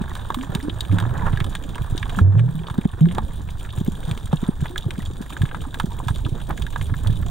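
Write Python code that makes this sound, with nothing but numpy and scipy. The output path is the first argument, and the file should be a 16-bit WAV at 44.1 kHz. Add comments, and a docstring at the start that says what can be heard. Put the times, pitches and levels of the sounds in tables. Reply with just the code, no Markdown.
"""A sealed camera housing rides on a sea turtle's shell over a shallow reef. From the start, water
rumbles past, trapped air glugs and fizzes, and snapping shrimp crackle through the housing's resonances.
Froth gushes near 1 s. From 2.2 to 3.1 s the largest bubbles leave, ringing with a rising pitch; a limiter
ducks under the loudest. The crackle swells briefly near 4.1 s. Glugs go on to the end, while the fizz
fades as the clinging air washes away."""
import sys
import numpy as np
from scipy import signal
from scipy.fft import rfft, irfft
from scipy.io import wavfile
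from scipy.ndimage import uniform_filter1d

SR = 44100
rng = np.random.default_rng(int(sys.argv[2]) if len(sys.argv) > 2 else 0)


def wrap_up_sound(samples):
    """Save the sound to the file named by the first command line argument, as 16-bit audio."""
    columns = np.atleast_2d(samples).T
    # keep every value between -1 and 1, then stretch to whole-number steps
    tamed = np.clip(columns, -1, 1)
    steps = np.round(tamed * 32767).astype(np.int16)
    wavfile.write(sys.argv[1], SR, steps)


N = 321930
TIME = np.arange(N) / SR

# spectrum of churned water: freq_hz, density_db
CHURN_SPECTRUM = [(40, -49), (110, -2.5), (180, 4.5), (280, -1.5), (420, -6), (700, -13), (1200, -39),
                  (5000, -100)]


def amp(db):
    """Decibels to gain."""
    return 10 ** (np.asarray(db) / 20)


def unit(x):
    """Scale to rms 1."""
    return x / np.sqrt(np.mean(x ** 2) + 1e-20)


def curve(rows):
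    """Time table interpolated at every sample."""
    return np.interp(TIME, *np.transpose(rows))


def hump(peak_s, half_s):
    """Gaussian swell of height 1."""
    return np.exp(-((TIME - peak_s) / half_s) ** 2)


def colour(spectrum, hz):
    """Gain of a spectrum table at hz."""
    freq_hz, db = np.transpose(spectrum)
    return amp(np.interp(np.log(hz + 1), np.log(freq_hz), db))


def shaped(x, spectrum):
    """Filter by a spectrum table, to rms 1."""
    return unit(irfft(rfft(x) * colour(spectrum, np.fft.rfftfreq(N, 1 / SR)), N))


def add(mix, start_s, sound):
    """Mix a sound in at start_s."""
    part = mix[..., max(0, round(start_s * SR)):][..., :sound.shape[-1]]
    part += sound[..., :part.shape[-1]]


def sides(lean_db):
    """Left and right gains for a level difference."""
    lean_db = np.atleast_1d(lean_db)
    return amp(np.array([lean_db, -lean_db]) / 2)


def drift(cutoff_hz):
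    """Slow random wander, rms 1."""
    passband = np.fft.rfftfreq(N, 1 / SR) < cutoff_hz
    return unit(irfft(rfft(rng.standard_normal(N)) * passband, N))


def stereo_noise(size, width):
    """White noise: a common part plus an opposed one."""
    common, opposed = rng.standard_normal((2, size))
    return np.array([common + width * opposed, common - width * opposed])


def housing_ring(tint, size=2048):
    """Impulse response of the housing, tinted by the spectrum of the sound's path."""
    # housing resonances: freq_hz, width_hz, level_db
    modes = [(1040, 450, -9), (1658, 109, -8.5), (2250, 680, -16.5), (3347, 493, -7.5), (3712, 240, -6.5),
             (4640, 460, -21), (5855, 470, -22.5), (7130, 920, -21), (8360, 130, -16.5), (8860, 650, -18.5),
             (10400, 460, -28), (11380, 570, -30.5), (12650, 190, -31), (14750, 640, -24.5),
             (15600, 350, -28)]
    hz = abs(np.fft.fftfreq(size, 1 / SR))
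    power = sum(amp(db) ** 2 / (1 + ((hz - freq_hz) / (0.98 * width_hz)) ** 2) ** 2.48
                for freq_hz, width_hz, db in modes)
    log_gain = np.log(np.sqrt(power) * colour(tint, hz) + 1e-5)
    minimum_phase = np.exp(np.conj(signal.hilbert(log_gain)))
    return np.fft.ifft(minimum_phase).real[:size // 2]


def snap(ring, spike, scatter_s, tail_db, tail_s, width, size=3000):
    """A cavity collapses: one spike, scatter off shell and housing, a faint sea-bed tail."""
    t = np.arange(size) / SR
    pressure = stereo_noise(size, width) * (np.exp(-t / scatter_s) + amp(tail_db) * np.exp(-t / tail_s))
    pressure[:, 0] += spike
    return signal.fftconvolve(pressure, ring[None], axes=1)[:, :size]


def far_shrimp(level_db=-49.5, snaps_per_s=210, spread_db=6, tint_db=5.5, wash_db=-9.5, paths=48):
    """Uneven snaps, coloured by their paths, over the steady sizzle of the farthest shrimp."""
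    # mean path spectrum: freq_hz, gain_db
    path = [(800, 0), (1500, -24), (2400, -4), (3600, -4.5), (5000, -3.5), (7000, 1), (9000, -1),
            (11500, 3), (15000, -3)]
    crackle = np.zeros((2, N))
    for _ in range(paths):
        tint = [(hz, db + tint_db * rng.standard_normal()) for hz, db in path]
        hits = rng.random(N) < snaps_per_s / paths / SR
        train = hits * amp(spread_db * np.minimum(rng.exponential(1, N), 3))
        click = snap(housing_ring(tint), spike=4.8, scatter_s=.0027, tail_db=-11, tail_s=.027, width=.35)
        crackle += signal.oaconvolve(train[None], unit(click), axes=1)[:, :N]
    wash_ring = housing_ring([(900, -21), (2400, -16.5), (3500, -2.5), (8000, 1.5), (15000, 3.5)])
    wash = signal.oaconvolve(stereo_noise(N, .25), wash_ring[None], axes=1)[:, :N]
    flurry_db = 5 * hump(peak_s=4.07, half_s=.11)
    return amp(level_db + flurry_db) * (unit(crackle) + amp(wash_db) * unit(wash))


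def dull_pops(base_db=-44, spread_db=11, count=110):
    """Snaps smeared by the rocks, each left with one broad band."""
    out = np.zeros((2, N))
    for when, size, pitch, smear in rng.random((count, 4)):
        hz = 800 * 5 ** pitch
        ring = housing_ring([(hz / 2.5, -20), (hz / 1.2, 0), (hz * 1.2, 0), (hz * 2, -18)])
        pop = snap(ring, spike=1, scatter_s=.002 + .004 * smear, tail_db=-22, tail_s=.015, width=.25)
        level_db = base_db + spread_db * size ** 2 - 4 * pitch
        add(out, when * N / SR, amp(level_db) * pop / np.std(pop[:, :SR // 100]))
    return out


def near_shrimp(rise_db_per_oct=10, fall_db_per_oct=23, pan_spread_db=3):
    """Loud single snaps: a broad peak, smeared longer the duller it is, under a short treble crack."""
    # near snaps: start_s, level_db, pitch_hz, crack_relative_db
    snaps = [(.153, -34, 1310, -7), (.303, -21.5, 1090, -23.5), (0.3442, -26.5, 1200, -8),
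             (0.5504, -27, 1010, -2), (0.6962, -33, 3200, -24), (0.8069, -26, 4370, -4),
             (0.9853, -28.5, 1750, -16), (1.0009, -30.5, 1350, -12), (1.373, -30.5, 1880, -15),
             (1.4027, -28, 2200, -20), (1.443, -33.5, 990, -10.5), (1.5521, -28.5, 1830, -11),
             (1.7556, -34, 955, -11.5), (1.9775, -33.5, 5340, -11.5), (2.0286, -27.5, 2140, -22),
             (2.095, -37, 2600, -8), (2.1884, -21.5, 1400, -21.5), (2.3935, -28, 2040, -18),
             (2.6839, -32, 1140, -29), (2.6998, -31, 1480, -16), (3.149, -36.5, 1300, -4),
             (3.1828, -19, 930, -30), (4.1124, -31.5, 2450, -5), (4.2575, -42, 11700, -9),
             (4.3288, -27, 1070, -22.5), (4.658, -34.5, 2060, -33), (4.7589, -27.5, 1680, -25),
             (4.7792, -27, 3900, -3), (4.907, -33, 2440, -9.5), (5.304, -38, 1230, -11),
             (5.3671, -31.5, 1600, -24), (5.4186, -30.5, 1750, -10), (5.5135, -35.5, 1760, -41),
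             (5.546, -29, 1450, -23), (5.651, -38, 1040, -30), (5.743, -31, 1820, -11.5),
             (5.7993, -22, 1380, -14), (6.001, -30.5, 860, -44), (6.0832, -25, 1300, -15.5),
             (6.159, -38, 1380, -4), (6.508, -29, 1070, -21), (6.621, -34, 3140, -5),
             (6.666, -34, 1870, -14), (6.76, -25.5, 1320, -25), (6.8125, -34, 2150, -14),
             (6.9396, -34, 1740, -31), (7.0718, -34, 4420, -3)]
    out, grid_hz = np.zeros((2, N)), np.geomspace(100, SR / 2, 60)
    for start_s, level_db, pitch_hz, crack_relative_db in snaps:
        octaves = np.log2(grid_hz / pitch_hz)
        body_db = np.minimum(rise_db_per_oct * octaves, -fall_db_per_oct * octaves)
        crack_db = crack_relative_db + np.minimum(fall_db_per_oct * (octaves - .5), 0)
        body_ring = housing_ring(np.c_[grid_hz, body_db])
        crack_ring = housing_ring(np.c_[grid_hz, crack_db])
        scatter_s = .0042 * (1000 / pitch_hz) ** .21
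        body = snap(body_ring, spike=4.4, scatter_s=scatter_s, tail_db=-19, tail_s=.014, width=.22)
        crack = snap(crack_ring, spike=4.6, scatter_s=.0031, tail_db=-22, tail_s=.014, width=.15)
        click = body + crack
        click /= np.std(click.mean(0)[:SR // 100])
        add(out, start_s, click * amp(level_db) * sides(pan_spread_db * rng.standard_normal()))
    return out


def gushing():
    """Envelope of froth passing over the housing."""
    # gushes of froth: peak_s, level_db, half_length_s
    gushes = [(0.536, -38, 0.045), (0.991, -31, 0.063), (1.224, -32.5, 0.13), (2.172, -40, 0.16),
              (2.355, -38.5, 0.1), (3.173, -35.5, 0.06), (4.1, -34, 0.044), (6.386, -38, 0.026),
              (6.509, -34.5, 0.027), (7.077, -41, 0.04)]
    return sum(amp(db) * hump(peak_s, half_s) for peak_s, db, half_s in gushes)


def fizz(start_db=-42, fade_db_per_s=1.18, grain_db=4, clump_db=2.5):
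    """Tiny bubbles swish on the housing in clumps, thickest in gushes, fading as the air washes away."""
    # fizz spectrum: freq_hz, density_db
    spectrum = [(250, -9), (600, -6.5), (950, 0.5), (1350, -5.5), (1720, -4.5), (2050, -20), (3000, -26.5),
                (9000, -61)]
    envelope = np.hypot(amp(start_db - fade_db_per_s * TIME), gushing())
    grains = stereo_noise(N, .42) * amp(grain_db * drift(90) + clump_db * drift(17))
    return shaped(grains, spectrum) * envelope


def blips(base_db=-41, spread_db=11, lowest_hz=330, octaves=2.6, ring_cycles=8, rise_per_s=1.2, count=60):
    """Small bubbles ring briefly as they pinch off, fewer as the air washes away."""
    out, t = np.zeros(N), np.arange(SR // 6) / SR
    for when, size, pitch in rng.random((count, 3)):
        hz = lowest_hz * 2 ** (octaves * pitch)
        envelope = np.exp(-t * hz / ring_cycles) * (1 - np.exp(-t * hz))
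        ring = envelope * np.sin(2 * np.pi * hz * t * (1 + rise_per_s * t / 2))
        add(out, when ** 1.3 * N / SR, amp(base_db + spread_db * size ** 2) * ring)
    return out


def flow(heave_db=-5.5, churn_db=-41.5, churn_follow=.18):
    """Eddies press on the housing: slow heave, deep rumble, and churn that follows flow and gushes."""
    # flow strength: time_s, level_db
    strength = [(0, -31.5), (.85, -31), (1.25, -22), (1.65, -30), (2.15, -24), (2.75, -33.5), (3.2, -25.5),
                (3.6, -30), (5.3, -32), (6.2, -28.5), (7.3, -22)]
    # rumble and heave spectra: freq_hz, density_db
    rumble_spectrum = [(8, -11), (20, -4), (35, -4), (60, -4), (100, -6), (150, -12), (250, -32),
                       (900, -95)]
    heave_spectrum = [(6, -6), (14, 0), (28, 1), (45, -23), (120, -66)]
    flow_db = curve(strength)
    slow_lumps, quick_lumps = amp(1.6 * drift(7) + 2.4 * drift(25)), amp(4.2 * drift(30))
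    rumble = shaped(stereo_noise(N, .12) * slow_lumps, rumble_spectrum) * amp(flow_db)
    heave = shaped(stereo_noise(N, .091), heave_spectrum) * amp(flow_db + heave_db)
    stir = np.hypot(amp(churn_db + churn_follow * (flow_db - flow_db.mean())), gushing())
    churn = shaped(stereo_noise(N, .47) * quick_lumps, CHURN_SPECTRUM) * stir
    return heave + rumble + churn


def glug(level_db, hz, swell_s, knock_db=-13, knock_hz=370, knock_s=.0028):
    """An air pocket slaps the housing, swells, and is damped within a few cycles."""
    t = np.arange(SR // 5) / SR
    swell = (t / swell_s * np.exp(1 - t / swell_s)) ** 2 * np.sin(2 * np.pi * hz * t)
    knock = t / knock_s * np.exp(1 - t / knock_s) * np.sin(2 * np.pi * knock_hz * t)
    hardness = min(hz / 200, 1) ** 2  # small, high pockets slap harder
    return amp(level_db) * (swell + amp(knock_db) * hardness * knock)


def gurgling(gain_db=1.5, swell_cycles=.7, clack_db=-22, clack_hz=750, clack_s=.0013, small_count=80):
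    """Trapped air: large glugs, each with a clack, and small ones scattered between."""
    # large glugs: start_s, level_db, pitch_hz
    glugs = [(.012, -14, 187), (.302, -24, 443), (.493, -18.5, 139), (0.552, -13.5, 171),
             (0.682, -15.5, 275), (1.331, -10.5, 119), (1.41, -14, 116), (1.81, -15.5, 113),
             (1.921, -14.5, 107.5), (1.949, -21.5, 300), (2.707, -16, 114), (2.783, -5, 194),
             (2.854, 0, 190), (2.931, -19.5, 91.5), (3.18, -17, 410), (3.777, -13.5, 109),
             (3.809, -12, 181), (3.88, -7.5, 197), (4.11, -14.5, 113), (4.3296, -16, 523),
             (4.331, -7.5, 167), (4.428, -11.5, 199), (4.487, -6, 198), (4.623, -11, 134),
             (4.862, -11.5, 113), (4.983, -17, 187), (5.205, -18, 196), (5.409, -10.5, 100),
             (5.432, -8.5, 127), (5.839, -11, 167), (6.065, -16, 111), (6.103, -13.5, 110),
             (6.255, -13, 107), (6.32, -16, 109), (7.095, -10, 115)]
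    out, t = np.zeros(N), np.arange(SR // 50) / SR
    clack = np.exp(-t / clack_s) * np.sin(2 * np.pi * clack_hz * t)
    for start_s, level_db, hz in glugs:
        add(out, start_s, glug(level_db + gain_db, hz, swell_cycles / hz))
        add(out, start_s, amp(level_db + clack_db) * hz / 100 * clack)
    for when, size, pitch, length in rng.random((small_count, 4)):
        hz = 130 * 3.8 ** pitch
        level_db = -33 + 9 * size - 5 * pitch
        add(out, when * N / SR, glug(level_db, hz, swell_s=(.38 + 2 * length) / hz))
    return out


def bubbles(attack_s=.0032, pitch_wobble=.029, wobble_db=1.5, froth_db=-27):
    """Free bubbles ring, most rising in pitch; their walls wobble and stir up a little froth."""
    # free bubbles: start_s, level_db, start_hz, life_s, rise_octaves
    releases = [(.368, -21, 245.4, 0.17, 0.47), (.628, -23, 291.6, 0.19, 0.44),
                (0.895, -12, 95.6, 0.29, 0.038), (.922, -19.5, 164.3, 0.23, 0.25),
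                (.924, -17.5, 271, 0.053, 0.3), (1.02, -16, 109.6, 0.31, 0.93),
                (1.217, -28, 976, 0.11, -0.61), (2.177, -15.5, 176, 0.099, .6), (2.214, 7, 89.46, 0.36, .7),
                (2.338, -10.5, 153.7, .4, 0.32), (2.353, -0.5, 109.5, 0.291, 0.64),
                (2.548, -17, 161, .24, 0.14), (3.011, -1.5, 150.8, 0.18, 0.55),
                (3.068, -23, 340, 0.062, .1), (3.07, -23, 180.1, 0.42, 0.8),
                (4.075, -16.5, 151.7, 0.083, 0.16), (4.337, -9.5, 156, 0.046, -0.063),
                (6.898, -22, 113.6, 0.2, 0.36), (7.06, -11.5, 96.3, 0.21, 0.26)]
    out, wall = np.zeros(N), drift(50)
    froth = shaped(rng.standard_normal(N), CHURN_SPECTRUM)
    for start_s, level_db, start_hz, life_s, rise_octaves in releases:
        t = np.arange(0, life_s, 1 / SR)
        age = t / life_s
        span = (round(start_s * SR) + np.arange(len(t))) % N
        fade_db = -60 * age ** 1.71  # fade and glide both speed up as the bubble leaves
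        hz = start_hz * 2 ** (rise_octaves * age ** 1.2) * (1 + pitch_wobble * wall[span])
        envelope = amp(level_db + fade_db + wobble_db * wall[span]) * (1 - np.exp(-t / attack_s))
        ring = np.sin(2 * np.pi * np.cumsum(hz) / SR)
        add(out, start_s, envelope * (ring + amp(froth_db) * froth[span]))
    return out


def microphones(x):
    """The housing feeds its two microphones with different phase and level."""
    # left microphone relative to right: freq_hz, lead_rad, level_db
    ports = [(40, .5, -3.5), (180, .85, -2.2), (450, 1.15, -1.5), (1300, .65, -3.5), (2300, -.6, -2),
             (3000, .5, -1.5), (3900, .45, 3), (7000, .1, -1), (15000, 0, 0)]
    hz, lead_rad, level_db = np.transpose(ports)
    log_hz = np.log(np.fft.rfftfreq(N, 1 / SR) + 1)
    lead_rad = np.interp(log_hz, np.log(hz), lead_rad)
    level_db = np.interp(log_hz, np.log(hz), level_db)
    return irfft(rfft(x) * sides(level_db) * np.exp(.5j * np.array([lead_rad, -lead_rad])), N)


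def scene():
    """Water and air close to the housing, shrimp all around."""
    # sideways lean of the water sounds: time_s, left_minus_right_db
    lean = [(0, 0), (1.2, -2.5), (2.6, 0), (5.2, 1.5), (6.2, -1.5), (7.3, -2.5)]
    water = (flow() + gurgling() + bubbles()) * sides(curve(lean))
    return microphones(water + fizz() + blips() + near_shrimp() + dull_pops() + far_shrimp())


def record(dry, ceiling_db=-4.5, slow_share=.2, whine_hz=15625, cutoff_hz=16400):
    """Thin electronic whine, a peak limiter that recovers quickly then slowly, and a low-pass."""
    def release(db, db_per_s):
        return np.maximum.accumulate(db + TIME * db_per_s) - TIME * db_per_s

    over_db = np.maximum(20 * np.log10(abs(dry).max(0) + 1e-9) - ceiling_db, 0)
    quick_db = release(over_db, db_per_s=55)
    slow_db = release(slow_share * over_db, db_per_s=1)
    duck_db = uniform_filter1d(np.maximum(quick_db, slow_db), size=90)
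    whine = amp(-69) * np.sin(2 * np.pi * whine_hz * TIME)
    lowpass = signal.firwin(511, cutoff_hz, window=("kaiser", 9), fs=SR)
    return signal.oaconvolve((dry + whine) * amp(-duck_db), lowpass[None], "same")


dry = scene()
out = record(dry)
wrap_up_sound(out)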